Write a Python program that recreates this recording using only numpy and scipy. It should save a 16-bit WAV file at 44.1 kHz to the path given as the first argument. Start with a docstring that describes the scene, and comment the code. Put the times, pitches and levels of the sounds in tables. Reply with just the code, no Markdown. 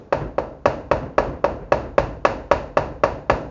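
"""A rubber mallet knocks thirteen times, evenly, on a cast engine block held in a gloved hand on a wooden block.
Each blow sums short, damped sine modes into a clonk, with a burst of noise for the metal chatter.
Slower low noise is the workbench thump, and fainter bumps are the block rocking back onto its support.
A cluttered workshop answers with near echoes, a diffuse noise tail and lingering tones, over quiet room noise.
The loudest blows just overload the microphone, and the recorder keeps a narrow band."""
import sys
import numpy as np
from scipy import signal
from scipy.fft import rfft, irfft, next_fast_len
from scipy.io import wavfile

SR = 44100
rng = np.random.default_rng(int(sys.argv[2]) if len(sys.argv) > 2 else 0)


def int16_out(signal):
    """Quantize to a 16-bit WAV file."""
    q = np.round(np.clip(np.atleast_2d(signal).T, -1, 1) * 32767)
    wavfile.write(sys.argv[1], SR, q.astype(np.int16))


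N = 154350


def amp(db):
    """Decibels to linear gain."""
    return 10 ** (np.asarray(db) / 20)


def along(points, hz):
    """Read (Hz, value) points at any frequency, on a log frequency axis."""
    point_hz, value = np.transpose(points)
    return np.interp(np.log(hz + 1), np.log(point_hz + 1), value)


def filtered(x, response):
    """Multiply the spectrum of x by a response of frequency, padded so that short echoes do not wrap round."""
    size = next_fast_len(len(x) + 4096, True)
    hz = np.fft.rfftfreq(size, 1 / SR)
    return irfft(rfft(x, size) * response(hz), size)[:len(x)]


def tilt(hz, bright_db):
    """Gain sloping by bright_db per octave from 600 Hz to 2400 Hz, level beyond; lower values sound duller."""
    octaves = np.log2(np.clip(hz / 600, 1, 4))
    return amp(bright_db * octaves)


def coloured(white, spectrum, bright_db=0):
    """White noise given a spectrum at the same power, then tilted."""
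    every_hz = np.arange(SR // 2)
    norm = np.sqrt(np.mean(amp(along(spectrum, every_hz)) ** 2))
    return filtered(white, lambda hz: amp(along(spectrum, hz)) * tilt(hz, bright_db) / norm)


def noise(t):
    """White noise as long as t."""
    return rng.standard_normal(len(t))


def fade(t, t60):
    """Exponential decay that falls 60 dB in t60 seconds."""
    return np.exp(-np.log(1000) * t / t60)


def rise(t, rise_s):
    """Exponential approach to full level."""
    return 1 - np.exp(-t / rise_s)


def add(out, start_s, sound):
    """Mix a sound in at a time, cut off at the end of out."""
    i = round(start_s * SR)
    out[i:i + len(sound)] += sound[:max(len(out) - i, 0)]


def casting(t, bright_db, pitch):
    """The block's hand-damped modes, struck nearly alike each time, then again by the small bounces."""
    # Modes of the block. Each row: frequency in Hz at pitch ratio 1, relative level in dB, t60 in s.
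    block_modes = [(349, -25.5, 0.082), (450, -15.5, 0.04), (585.2, 1.5, 0.029), (767, -4, 0.029),
                   (914.6, -16.5, 0.099), (948, -14, 0.072), (1112.4, -1, 0.021), (1243, -12, 0.032),
                   (1700, -11, 0.043), (1865, -13, 0.018), (1980, -29, 0.022), (2330, -20.5, .032),
                   (2615, -17.5, 0.023), (4514, -30, 0.021), (5620, -26.5, 0.0095)]
    # The part bounces in its seat. Each row: delay after the contact in s, level in dB.
    bounces = [(.00263, -6), (.00456, -15)]
    level_db, mode_scatter_db, contact_s = 3, 1.2, 0.0012
    bounce_scatter_s, bounce_above_hz = .00005, 1700

    hz, db, t60 = np.transpose(block_modes)[:, :, None]
    scatter_db = mode_scatter_db * rng.standard_normal(hz.shape)
    gain = amp(db + level_db + scatter_db) * tilt(hz, bright_db)
    modes = gain * fade(t, t60) * np.sin(2 * np.pi * hz * pitch * t)
    out = modes.sum(0) * rise(t, contact_s)
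    # the bounces ring mainly the upper modes
    upper = np.sum(modes / (1 + (bounce_above_hz / hz) ** 4), 0)
    for delay_s, bounce_db in bounces:
        scattered_s = abs(delay_s + bounce_scatter_s * rng.standard_normal())
        add(out, scattered_s, amp(bounce_db) * upper)
    return out


def chatter(t, bright_db):
    """Metal grates on metal at the contact: coloured noise held a few milliseconds, then dying away."""
    # Spectrum of the grating crack. Each row: frequency in Hz, relative level in dB.
    crack = [(300, -33.5), (700, -12), (1300, 0), (2000, -0.5), (2750, -2.5), (3200, -6), (4500, -3.5),
             (6800, -11.5), (9000, -25.5)]
    level_db, rise_s, hold_s, t60_s = -23.5, 0.0039, 0.0041, 0.045
    shape = rise(t, rise_s) * fade(np.maximum(t - hold_s, 0), t60_s)
    return amp(level_db) * shape * coloured(noise(t), crack, bright_db)


def shelves(x):
    """A sound followed by its first echoes, each a delayed, weaker copy."""
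    # Echoes from the bench top and near shelves. Each row: delay in s, level in dB.
    reflections = [(.0098, -32.5), (0.0159, -14.5), (0.0356, -28.5), (0.0537, -26)]

    def response(hz):
        return 1 + sum(amp(db) * np.exp(-2j * np.pi * hz * delay_s) for delay_s, db in reflections)
    return filtered(x, response)


def bench(t):
    """The bench takes the blow and rumbles: mostly low noise with a fast rise and a slow decay."""
    # Spectrum of the workbench. Each row: frequency in Hz, relative level in dB.
    rumble = [(20, -22.5), (35, -17), (48, 3), (65, 2), (80, -5), (105, -1), (150, -2), (190, -15),
              (255, -9.5), (400, -22), (900, -47.5), (2500, -100)]
    level_db, rise_s, t60_s = -28.5, 0.0028, 0.67
    return amp(level_db) * rise(t, rise_s) * fade(t, t60_s) * coloured(noise(t), rumble)


def rock(t):
    """A dull bump as the block settles: mostly low noise that rises fast and decays."""
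    # Spectrum of the bump. Each row: frequency in Hz, relative level in dB.
    bump = [(30, -11), (50, 2), (80, -7.5), (150, -4), (200, -13.5), (300, -5.5), (550, -14.5),
            (800, -23.5), (1500, -27.5), (3000, -45.5), (7000, -82.5)]
    rise_s, t60_s = 0.005, .35
    return rise(t, rise_s) * fade(t, t60_s) * coloured(noise(t), bump)


def workshop(t, paths, bright_db):
    """A diffuse tail and lingering tones; the echo paths partly change from blow to blow."""
    # The workshop's answer. Each row: frequency in Hz, relative level in dB.
    answer = [(80, -23.5), (190, -14.5), (260, -2), (400, -5.5), (490, 1), (590, 3), (720, -3.5),
              (1000, -3), (1250, -11), (1700, -10.5), (2200, -19), (2700, -16.5), (3200, -27.5),
              (4500, -27), (5200, -31), (6800, -34.5)]
    # Its decay. Each row: frequency in Hz, t60 in s.
    decay = [(100, .8), (300, .66), (600, .52), (1200, .46), (2500, .45), (6500, .44)]
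    # Tones that linger in bench, block and room. Each row: frequency in Hz, relative level in dB, t60 in s.
    tones = [(45.54, -34, 2.1), (67, -35, 1.5), (145.9, -39, 1.7), (560, -27, 0.47), (622.5, -27, 0.35),
             (898, -34.5, 0.26), (1318, -38.5, 0.5), (4470, -57.5, 0.35)]
    tail_db, rise_s = -18, .008
    change = .25  # share of the echo power that is new at each blow

    mixed_paths = np.sqrt(1 - change) * paths + np.sqrt(change) * noise(t)
    echoes = coloured(mixed_paths, answer, bright_db)
    # each frequency band decays at its own rate
    hz, frame_s, bands = signal.stft(echoes, SR, nperseg=512)
    decayed = bands * fade(frame_s, along(decay, hz)[:, None])
    tail = signal.istft(decayed, SR, nperseg=512)[1][:len(t)]
    standing = sum(amp(db) * fade(t, t60) * np.sin(2 * np.pi * (tone_hz * t + rng.random()))
                   for tone_hz, db, t60 in tones)
    return (amp(tail_db) * tail + standing) * (1 - np.exp(-(t / rise_s) ** 2))


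def background(t):
    """Steady coloured noise of the quiet workshop, with more of the same fading away at the start."""
    # Spectrum of the background. Each row: frequency in Hz, relative level in dB.
    hush = [(20, -13), (33, -10), (60, 0), (150, -4), (550, -6), (1000, -18), (3000, -37), (7000, -44)]
    floor_db, linger_db, linger_t60_s = -48.5, -40.5, 0.48
    out = amp(floor_db) * coloured(rng.standard_normal(N), hush)
    add(out, 0, amp(linger_db) * fade(t, linger_t60_s) * coloured(noise(t), hush))
    return out


def scene():
    """The blows and the rocking block over the quiet of the workshop."""
    # Mallet blows. Each row: start in s, strength in dB, brightness in dB per octave, pitch ratio,
    # bench thump in dB.
    blows = [(0.1252, -3.5, -2, 0.97, 1.5), (0.3821, -5, -5, 0.97, -6), (0.6566, -1, -1.5, 1, 3),
             (0.9135, -1.5, -2.5, 0.98, 4.5), (1.181, 0.06, -3, 1, 1.5), (1.4419, -2.5, -3.5, 0.98, -3.5),
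             (1.7208, -1.5, -2, .99, 1.5), (1.9805, -2.5, -1, 0.97, 6.5), (2.2504, -0.5, -0.5, 1, 1),
             (2.5135, -1.5, -0.5, 1, 0), (2.7706, -1, -2.24, 1.017, 2), (3.0358, -1, -1.77, 1.014, 1.5),
             (3.2973, 0.5, -2, 1.013, 5)]
    # The block rocks back onto its support between blows. Each row: start in s, level in dB.
    rocks = [(0.204, -21.5), (.8, -53), (1.019, -24), (1.264, -24), (1.331, -30.5), (1.503, -27.5),
             (1.61, -31), (1.839, -29), (2.859, -36)]
    tail_s, clonk_s = .7, .16
    t = np.arange(round(tail_s * SR)) / SR
    brief = t[t < clonk_s]
    paths = noise(t)  # the echo pattern that all blows share
    out = background(t)
    for start_s, db, bright_db, pitch, thump_db in blows:
        clonk = casting(brief, bright_db, pitch) + chatter(brief, bright_db)
        add(out, start_s, amp(db) * shelves(clonk))
        add(out, start_s, amp(db) * workshop(t, paths, bright_db))
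        add(out, start_s, amp(thump_db) * bench(t))
    for start_s, db in rocks:
        add(out, start_s, amp(db) * rock(t))
    return out[None]


def record(dry):
    """The microphone rounds off the peaks; the recorder keeps a narrow band."""
    clip_top, clip_hardness = .97, 8  # full-scale ceiling, sharpness of the bend
    low_hz, top_hz = 40, 7100
    x = dry[0] / (1 + np.abs(dry[0] / clip_top) ** clip_hardness) ** (1 / clip_hardness)
    x = signal.sosfilt(signal.butter(2, low_hz, "highpass", fs=SR, output="sos"), x)
    # a very steep low-pass
    return filtered(x, lambda hz: 1 / np.sqrt(1 + (hz / top_hz) ** 100))[None]


dry = scene()
out = record(dry)
int16_out(out)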